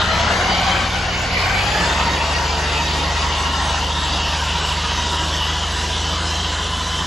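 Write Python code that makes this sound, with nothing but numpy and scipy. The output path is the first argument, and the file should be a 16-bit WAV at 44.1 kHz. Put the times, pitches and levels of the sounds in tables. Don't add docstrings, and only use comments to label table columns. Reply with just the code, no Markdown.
import sys
import numpy as np
from scipy import signal
from scipy.io import wavfile
from scipy.ndimage import uniform_filter1d, map_coordinates

SR = 44100
rng = np.random.default_rng(int(sys.argv[2]) if len(sys.argv) > 2 else 0)


def natural_amplitude(level_db):
    exponent = np.asarray(level_db, float) / 20
    return 10 ** exponent


def transcribe(signal):
    frames = np.atleast_2d(signal).T
    limited = np.clip(frames, -1, 1)
    pcm = np.round(limited * 32767).astype(np.int16)
    wavfile.write(sys.argv[1], SR, pcm)


N = 311346

# start_s, knife_pass_hz, firing_hz
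THROTTLE = [(0, 49.5, 36.8), (.15, 52.5, 36.8), (.3, 54.6, 39.2), (.45, 57.7, 42.3), (.55, 60, 42.4),
            (.75, 61.7, 42.1), (.9, 61.1, 41.6), (1.15, 58.5, 40.9), (1.3, 59.2, 41.2), (1.45, 60, 44.4),
            (1.6, 63.7, 48.2), (1.75, 67.6, 50.5), (1.95, 73, 51.3), (2.15, 74.5, 52.3), (2.35, 75.4, 52),
            (2.65, 74.5, 51.8), (2.9, 74.7, 52), (3.1, 75.4, 52.1), (3.55, 74.6, 52), (3.85, 75.1, 52.3),
            (4.3, 75.3, 52.6), (4.72, 77.1, 53.7), (5.0, 76.7, 53.2), (5.2, 77, 53.8), (5.55, 78.3, 54.3),
            (5.8, 77.9, 54.4), (6.15, 79.6, 55.4), (6.55, 79.8, 55.5), (7.06, 81.2, 56.4)]
# start_s, load_db, bite_db, crop_db
WORK = [(0, 0.5, 1, 3.5), (.15, 1, 6, 4), (.33, 4, 8, 0), (.5, 0, 10, 3.5), (.75, 1, 7.5, 1),
        (.9, -1.5, 2, -1.5), (1.1, -2.5, 5, -1.5), (1.22, 0, -14, -2), (1.43, 0.5, 1.5, 0),
        (1.65, 1.2, -8, -1), (1.8, 1.5, 4, 0.5), (2.2, 0.5, 6, -0.5), (2.9, 0, 4, -0.7),
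        (3.5, 0.6, 4, -1.5), (4.1, 0.5, 1, 0), (4.7, 0.3, 9, 1.5), (5.8, 0.8, 0.5, 0.3),
        (7.06, 2, 8.5, -4.5)]
NEAREST_M, LEAVES_S, DRIVES_M_S = 3.7, 1.78, 0.7
LOW_LOSS = 0.13

# multiple_of_knife_rate, level_db
UPPER_BEATS = [(2.182, -56), (3, -49), (4, -49), (5, -49), (6, -48), (8, -51)]
# pitch_hz, level_db
CANVAS = [(49, -37), (56, -42), (60, -32.5), (66, -30.5), (75, -25), (82, -28.5), (118, -35), (150, -38.5)]
HOOD_HZ, HOOD_RING_DB, HOOD_RING_HZ = 178., 12.5, 10.

MESH, PUMP, IDLER = 12.5, 18.1, 8.84
WOBBLE = .182
PUMP_DB, PUMP_SWING_DB = -40, 2.5
# steady_share_0_to_1, line_db, rattle_skirt_db, skirt_width_hz
TEETH = [
    (.05, -14, -4.5, 280.),
    (.1, -5, -3, 260.),
    (.05, -9, 3, 500.),
]
# level_db, then shares (dB per dB) of load, bite, crop, distance loss
MESH_LAW = [
    (-29, 0.24, 0.8, 0, 1.8),
    (-32.5, 0.45, 0.19, 0, 1.83),
    (-36.5, 0.95, 0.056, 0.0084, 0.18),
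]
# pitch_hz, level_db
BAR = [(600, -1.5), (760, -1), (950, -0.5), (1250, -2), (1600, -1), (1850, -3.5), (2350, 3), (2800, -2)]
# start_s, line_one_shaft_turn_below_db, centre_db, line_above_db
SPLIT = [(0, -42, -36, -39), (.4, -42, -34, -36), (.65, -37, -32, -33), (.9, -39, -35, -38),
         (1.15, -45, -42, -44), (1.4, -44, -43, -41), (1.65, -39, -46, -37), (1.9, -36, -41, -34),
         (2.15, -40, -41, -35), (2.4, -40, -41, -34), (2.65, -41, -40, -38), (2.9, -47, -38, -41),
         (3.15, -42, -34, -41), (3.4, -38, -38, -39), (3.65, -45, -36, -37), (4.15, -45, -38, -39),
         (4.4, -42, -34, -43), (4.9, -37, -32, -43), (5.15, -44, -34, -38), (5.4, -46, -36, -40),
         (5.65, -46, -38, -40), (5.9, -40, -37, -37), (6.15, -40, -44, -40), (6.4, -41, -48, -43),
         (6.65, -43, -44, -37), (7.06, -39, -42, -39)]
# centre_s, length_s, level_db,
# teeth_per_knife_pass, smear_hz
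SINGS = [(.22, .1, -31.5, 18.182, 10), (.48, .18, -33, 18.182, 7), (.75, .17, -33, 18.364, 7),
         (1.45, .22, -34.5, 18.182, 12), (2.6, .25, -39, 18.182, 6), (3.7, .4, -41, 18, 6),
         (3.5, .5, -43, 18.182, 6), (4.5, .25, -47, 18.182, 6), (.75, .25, -38, 8.9, 25),
         (1.9, .15, -40, 9, 9), (3.5, .5, -44, 9, 6), (6, .5, -47, 9, 6), (6.3, .7, -48, 9.182, 6),
         (2.35, .4, -37, 11.5, 6), (3.2, .35, -42, 11.5, 7), (.8, .25, -42, 13.5, 9),
         (1.4, .15, -43, 13.5, 9), (3.65, .5, -35.5, 13.5, 6), (4.3, .25, -38, 13.5, 7),
         (3.3, .5, -41, 13.046, 7), (3.7, .3, -41, 12.864, 7), (1.9, .2, -38, 12.864, 9),
         (2.55, .55, -42, 6, 6), (3.9, .5, -48, 6, 6), (.2, .2, -35.5, 4, 7), (6.7, .5, -47, 4, 6),
         (3.5, .5, -41, 25, 12), (.6, .2, -39, 25, 60), (1.9, .15, -43, 8, 9), (1.8, .12, -33, 2.55, 25),
         (2.7, .6, -42, 25, 80), (2.6, .3, -41, 37.5, 120), (1.551, 0.27, -28, 37.5, 930),
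         (1.8, 0.17, -32.5, 28, 200), (1.85, .25, -36, 25, 120)]
STRAND_DB, STRAND_HZ, STRAND_RATE = 2.2, 110., 14.

# pitch_hz, level_db
PIPE = [(36, -39), (47, -29.5), (54, -32), (72, -33.5), (78, -24), (83, -31.5), (90, -28.5), (99, -28),
        (105, -47)]

# centre_s, length_s, level_db, pitch_hz
SCRAPES = [
    (1.75, 0.03, -33, 430),
    (1.84, 0.1, -32, 590.),
    (3.4, 0.46, -30.5, 1070),
    (4.1, 0.13, -34, 740),
    (3.6, 0.27, -32, 830.),
    (0.046, 0.083, -31, 1400),
]

# pitch_hz, level_db
RUMBLE = [(25, -42), (45, -5), (110, -5.5), (175, -5), (230, -6.5), (330, -6.5), (480, -8.5), (700, -22.5),
          (1200, -36.5)]
CLATTER = [(250, -55), (500, -3), (750, 1.5), (1100, -0.5), (1500, -3.5), (2000, -4), (2600, -11),
           (3500, -42), (6000, -40)]
WIND = [(1200, -53), (2200, -2), (2900, 4.5), (3300, 1.5), (4000, -0.5), (4700, 2), (5500, -8),
        (7000, -10.5), (9000, -88)]
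HISS = [(3500, -11), (5500, -3.5), (6500, -1), (8000, -6), (9500, -7), (10500, -18), (11700, -18.5),
        (12000, -71)]
# level_db, then shares (dB per dB) of load, bite, crop, distance loss
RUSH_LAW = [
    (-32, 1, 0, 0.067, 0.67),
    (-25, 0.73, 0.016, 0.35, 0.85),
    (-28, 0.09, 0, 0.63, -0.045),
    (-38.5, 0.69, 0.041, 0.027, -0.25),
]
HISS_DB_PER_OCTAVE = 3
# centre_s, length_s, extra_hiss_db
TUFTS = [
    (1.781, 0.13, 2.5),
    (2.102, 0.27, 0),
    (3.13, 0.2, 0.5),
    (4.49, 0.021, -1),
]

# start_s, echo_lag_ms, echo_share_0_to_1, width_db, left_lead_0_to_1
PLACE = [(0, 0.412, 0.37, 2.5, 0.27), (0.4, 0.38, 0.23, 1.5, 0.27), (1.05, 0.38, 0.12, 1.5, 0.2),
         (1.35, 0.49, 0, 3.5, 0.1), (2, 0.41, 0.06, 1.5, 0.22), (3, 0.41, 0.02, 1, 0.16),
         (4.1, 0.424, 0.44, -1.5, 0.1), (4.25, 0.44, 0.32, -11, 0.1), (5.5, 0.42, 0.44, -13.5, 0),
         (7.06, 0.42, 0.45, -10, 0.02)]
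# pitch_hz, level_db
SIDE_DB = [(60, -38.5), (200, -19), (640, -16), (1150, -10.5), (2070, -4.5), (3740, -11.5), (5000, -7),
           (6300, -11.5), (7300, -22)]

# low_hz, high_hz
FLIP_HZ = (8123, 9890)
TOP_HZ = 11740
# centre_s, half_length_s, above_hz, share_0_to_1
AGREE = [
    (3.218, .012, 8900, .4),
    (4.496, .012, 8200, .9),
]
# centre_s, half_length_s, above_hz
GAPS = [
    (.255, .04, 9400),
    (4.62, .025, 10600),
    (4.12, .02, 10300),
    (6.28, .02, 10500),
]
# pitch_hz, level_db
SIDE_FLOOR = [(100, -6), (300, -17), (1000, -16), (3000, -13), (4000, -5), (6300, -3), (7100, 3),
              (8000, -8), (10000, -6)]
MID_FLOOR = [(100, -40), (2500, -16), (5000, -11), (7500, -8), (8100, -3), (8500, 3), (9000, 2),
             (9800, 4.5), (10400, -1), (11800, 0)]
FRAME_LEAD = 394
FRAME = signal.windows.kaiser_bessel_derived(2 ** 11, 4 * np.pi)


def curves(table):
    s, *columns = np.transpose(table)
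    return [np.interp(np.arange(N) / SR, s, c) for c in columns]


def unit(x):
    return x / np.sqrt(np.mean(x ** 2))


def shape(points, hz):
    point_hz, point_db = np.array(points).T
    return natural_amplitude(np.interp(np.log(hz + 1), np.log(point_hz), point_db))


def swell(at, length):
    return np.exp(-((np.arange(N) / SR - at) / length) ** 2)


def walk(rate):
    hold = int(SR / rate)
    steps = np.repeat(rng.standard_normal(N // hold + 1), hold)
    return unit(uniform_filter1d(uniform_filter1d(steps, hold), hold)[:N])


def patches(hz, s, step_hz, rate):
    grid = np.meshgrid(hz / step_hz, rate * s, indexing="ij")
    return 1.5 * map_coordinates(rng.standard_normal((300, 400)), grid, order=1, mode="wrap")


def tone(turns, db):
    return np.sqrt(2) * natural_amplitude(db) * np.sin(2 * np.pi * turns)


def whine(turns, clean, width_hz):
    clean, angle = np.clip(clean, 0, 1), 2 * np.pi * turns
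    in_step = np.sqrt(2 * clean) + np.sqrt(1 - clean) * walk(width_hz)
    return in_step * np.cos(angle) - np.sqrt(1 - clean) * walk(width_hz) * np.sin(angle)


def rush(points, patchy_db, rate):
    hz, s, z = signal.stft(rng.standard_normal(N), SR, nperseg=2 ** 10)
    grid = np.meshgrid(3 * np.log2(hz / 20 + 1), rate * s, indexing="ij")
    flicker = map_coordinates(rng.standard_normal((40, 300)), grid, order=1)
    z = z * shape(points, hz)[:, None] * natural_amplitude(patchy_db * flicker)
    return unit(signal.istft(z, SR, nperseg=2 ** 10)[1][:N])


def work():
    gone_m = DRIVES_M_S * np.maximum(np.arange(N) / SR - LEAVES_S, 0)
    return np.array(curves(WORK) + [-20 * np.log10(1 + gone_m / NEAREST_M)])


def follow(laws):
    controls = work()
    return [db + np.dot(shares, controls) for db, *shares in laws]


def through(points, hz):
    return 20 * np.log10(shape(points, hz)) + LOW_LOSS * work()[-1]


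def knives(turns, hz):
    beat_db = through(CANVAS, hz) + .7 * walk(3) + 0.25 * walk(15)
    second_db = through(CANVAS, 2 * hz) + 1 + 1.2 * walk(5)
    out = tone(turns, beat_db) + tone(2 * turns, second_db)
    for k, db in UPPER_BEATS:
        ring_db = HOOD_RING_DB * np.exp(-((k * hz - HOOD_HZ) / HOOD_RING_HZ) ** 2)
        out = out + tone(k * turns, db + 1.5 * walk(4.3) + ring_db)
    return out


def mesh_levels(knife_hz):
    return [db + 20 * np.log10(shape(BAR, (k + 1) * MESH * knife_hz))
            for k, db in enumerate(follow(MESH_LAW))]


def gears(turns, mesh_db):
    pump_db = PUMP_DB + PUMP_SWING_DB * walk(2.86)
    rock = np.cos(2 * np.pi * WOBBLE * turns)
    jolt = .45 * walk(2.5) * np.cos(2 * np.pi * turns + walk(3.))
    jolt = jolt + .35 * walk(2.5) * np.cos(np.pi * turns)
    beads = 1 + .6 * rock + jolt
    fading_db = .6 * (mesh_db[1] + 38)
    side_gain = natural_amplitude(pump_db + fading_db - 8)
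    out = side_gain * whine(PUMP * turns, .05, width_hz=45.)
    out = out + side_gain * whine(IDLER * turns, 0.11, width_hz=25.)
    for k, (db, (clean, line_db, skirt_db, skirt_hz)) in enumerate(zip(mesh_db, TEETH), 1):
        teeth = k * MESH * turns
        out = out + natural_amplitude(db + line_db) * beads * whine(teeth + 0.03 * rock, clean, width_hz=28. * k)
        out = out + natural_amplitude(db + skirt_db) * whine(teeth, 0, skirt_hz)
    out = out + natural_amplitude(fading_db - 37.5) * whine(4 * MESH * turns, 0, width_hz=300.)
    return out + natural_amplitude(fading_db - 55.) * whine(5 * MESH * turns, 0, width_hz=380.)


def mesh_lines(turns):
    return sum(tone((MESH + k * WOBBLE) * turns + .015 * walk(4.), db + 1.2 + 1.1 * walk(9.))
               for k, db in zip((-1, 0, 1), curves(SPLIT)))


def sings(turns):
    return sum(natural_amplitude(db) * swell(at, length) * whine(teeth * turns, 6 / smear_hz, smear_hz)
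               for at, length, db, teeth, smear_hz in SINGS)


def exhaust(turns, hz):
    first_db = through(PIPE, hz) + .8 * walk(4.5) + 0.44 * walk(25)
    second_db = through(PIPE, 2 * hz) + .8 * walk(5.6) + 0.74 * walk(24)
    return tone(turns, first_db) + tone(2 * turns, second_db)


def skids():
    return sum(natural_amplitude(db) * swell(at, length) * whine(hz * np.arange(N) / SR, 0, width_hz=150.)
               for at, length, db, hz in SCRAPES)


def rushes(knife_turns, knife_hz, firing_turns):
    rumble_db, clatter_db, wind_db, hiss_db = follow(RUSH_LAW)
    hiss_db = hiss_db + HISS_DB_PER_OCTAVE * np.log2(knife_hz / 75)
    hiss_db = hiss_db + sum(db * swell(at, length) for at, length, db in TUFTS)
    shake_db = 0.11 * walk(23) + 0.3 * np.cos(2 * np.pi * WOBBLE * knife_turns)
    knock = 1 + 0.048 * np.cos(2 * np.pi * firing_turns)
    swish = 1 + 0.084 * np.cos(2 * np.pi * knife_turns)
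    hood_db = 1.13 * (rumble_db + 35.5) - 42.5
    hood = natural_amplitude(hood_db) * whine(HOOD_HZ * np.arange(N) / SR, 0, width_hz=30.)
    rumble = natural_amplitude(rumble_db + 1.37) * rush(RUMBLE, patchy_db=3.5, rate=8.)
    clatter = natural_amplitude(clatter_db + 0.34 + shake_db) * knock * rush(CLATTER, patchy_db=1.5, rate=24.)
    wind = natural_amplitude(wind_db + 1.78 + shake_db) * swish * rush(WIND, patchy_db=1., rate=24.)
    hiss = natural_amplitude(hiss_db + 3.5 + 0.3 * walk(24)) * rush(HISS, patchy_db=1.5, rate=22.)
    return hood + rumble + clatter + wind + hiss


def ground_echo(x, lag_ms, share):
    echo = np.interp(np.arange(N) - lag_ms * SR * 0.000999, np.arange(N), x)
    echo = signal.sosfilt(signal.butter(1, [900., 5500.], "band", fs=SR, output="sos"), echo)
    return x - share * echo, np.sqrt(1 + share ** 2)


def strands(x):
    hz, s, z = signal.stft(x, SR, nperseg=2 ** 10)
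    depth_db = STRAND_DB * np.clip(hz / 1500., 0, 1)[:, None]
    colour_db = depth_db * patches(hz, s, STRAND_HZ, STRAND_RATE) - depth_db ** 2 / 9
    return signal.istft(z * natural_amplitude(colour_db), SR, nperseg=2 ** 10)[1][:N]


def widen(mid, width_db, lead):
    hz, s, z = signal.stft(mid, SR, nperseg=2 ** 10)
    at = np.minimum(s * SR, N - 1).astype(int)
    paths = patches(hz, s, step_hz=92.4, rate=22.) + 1j * patches(hz, s, step_hz=86.4, rate=22.)
    paths = paths / np.sqrt(2) + lead[at] * np.exp(-1j * hz / 17000.)[:, None]
    z = z * paths * shape(SIDE_DB, hz)[:, None] * natural_amplitude(width_db[at])
    return signal.istft(z, SR, nperseg=2 ** 10)[1][:N]


def starve(z, hz, s, floor):
    band = uniform_filter1d(abs(z) ** 2, size=4, axis=0)
    usual = uniform_filter1d(band.mean(axis=1), size=45)
    floor = shape(floor, hz)[:, None] * natural_amplitude(2.5 * patches(hz, s, step_hz=220., rate=30.))
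    kept = z * (band > usual[:, None] * floor ** 2)
    return signal.istft(kept, SR, FRAME, nperseg=2 ** 11)[1][FRAME_LEAD:FRAME_LEAD + N]


def scene():
    knife_hz, firing_hz = curves(THROTTLE)
    turns, firings = np.cumsum(knife_hz) / SR, np.cumsum(firing_hz) / SR
    lag_ms, share, width_db, lead = curves(PLACE)
    rattle = gears(turns, mesh_levels(knife_hz)) + sings(turns) + skids()
    rattle = rattle + rushes(turns, knife_hz, firings)
    echoed, gain = ground_echo(rattle, lag_ms, share)
    mid = knives(turns, knife_hz) + mesh_lines(turns) + exhaust(firings, firing_hz) + strands(echoed) / gain
    side = widen(mid, width_db, lead)
    return np.array([mid + side, mid - side])


def top_cut(x):
    return signal.sosfilt(signal.butter(12, 12780, fs=SR, output="sos"), x)


def record(dry):
    early = np.pad(dry, ((0, 0), (FRAME_LEAD, 0)))
    hz, s, (left, right) = signal.stft(early, SR, FRAME, nperseg=2 ** 11)
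    s = s - FRAME_LEAD / SR
    low_hz, high_hz = FLIP_HZ
    flip = np.clip((hz - low_hz) / 1000. + .5, 0, 1) * np.clip((high_hz - hz) / 1000. + .5, 0, 1)
    flip = np.pi / 2 * flip[:, None]
    agree = sum(share * np.outer(hz > above_hz, abs(s - at) < length)
                for at, length, above_hz, share in AGREE)
    gaps = sum(np.outer(hz > above_hz, abs(s - at) < length) for at, length, above_hz in GAPS)
    mid = (left + right) / 2 * (hz < TOP_HZ)[:, None] * (1 - gaps)
    side = (left - right) / 2 * (hz < low_hz)[:, None]
    side = starve(side + 1j * mid * np.sin(flip), hz, s, SIDE_FLOOR)
    mid = starve(mid * np.maximum(np.cos(flip), agree), hz, s, MID_FLOOR)
    return top_cut(np.array([mid + side, mid - side]))


dry = scene()
out = record(dry)
transcribe(out)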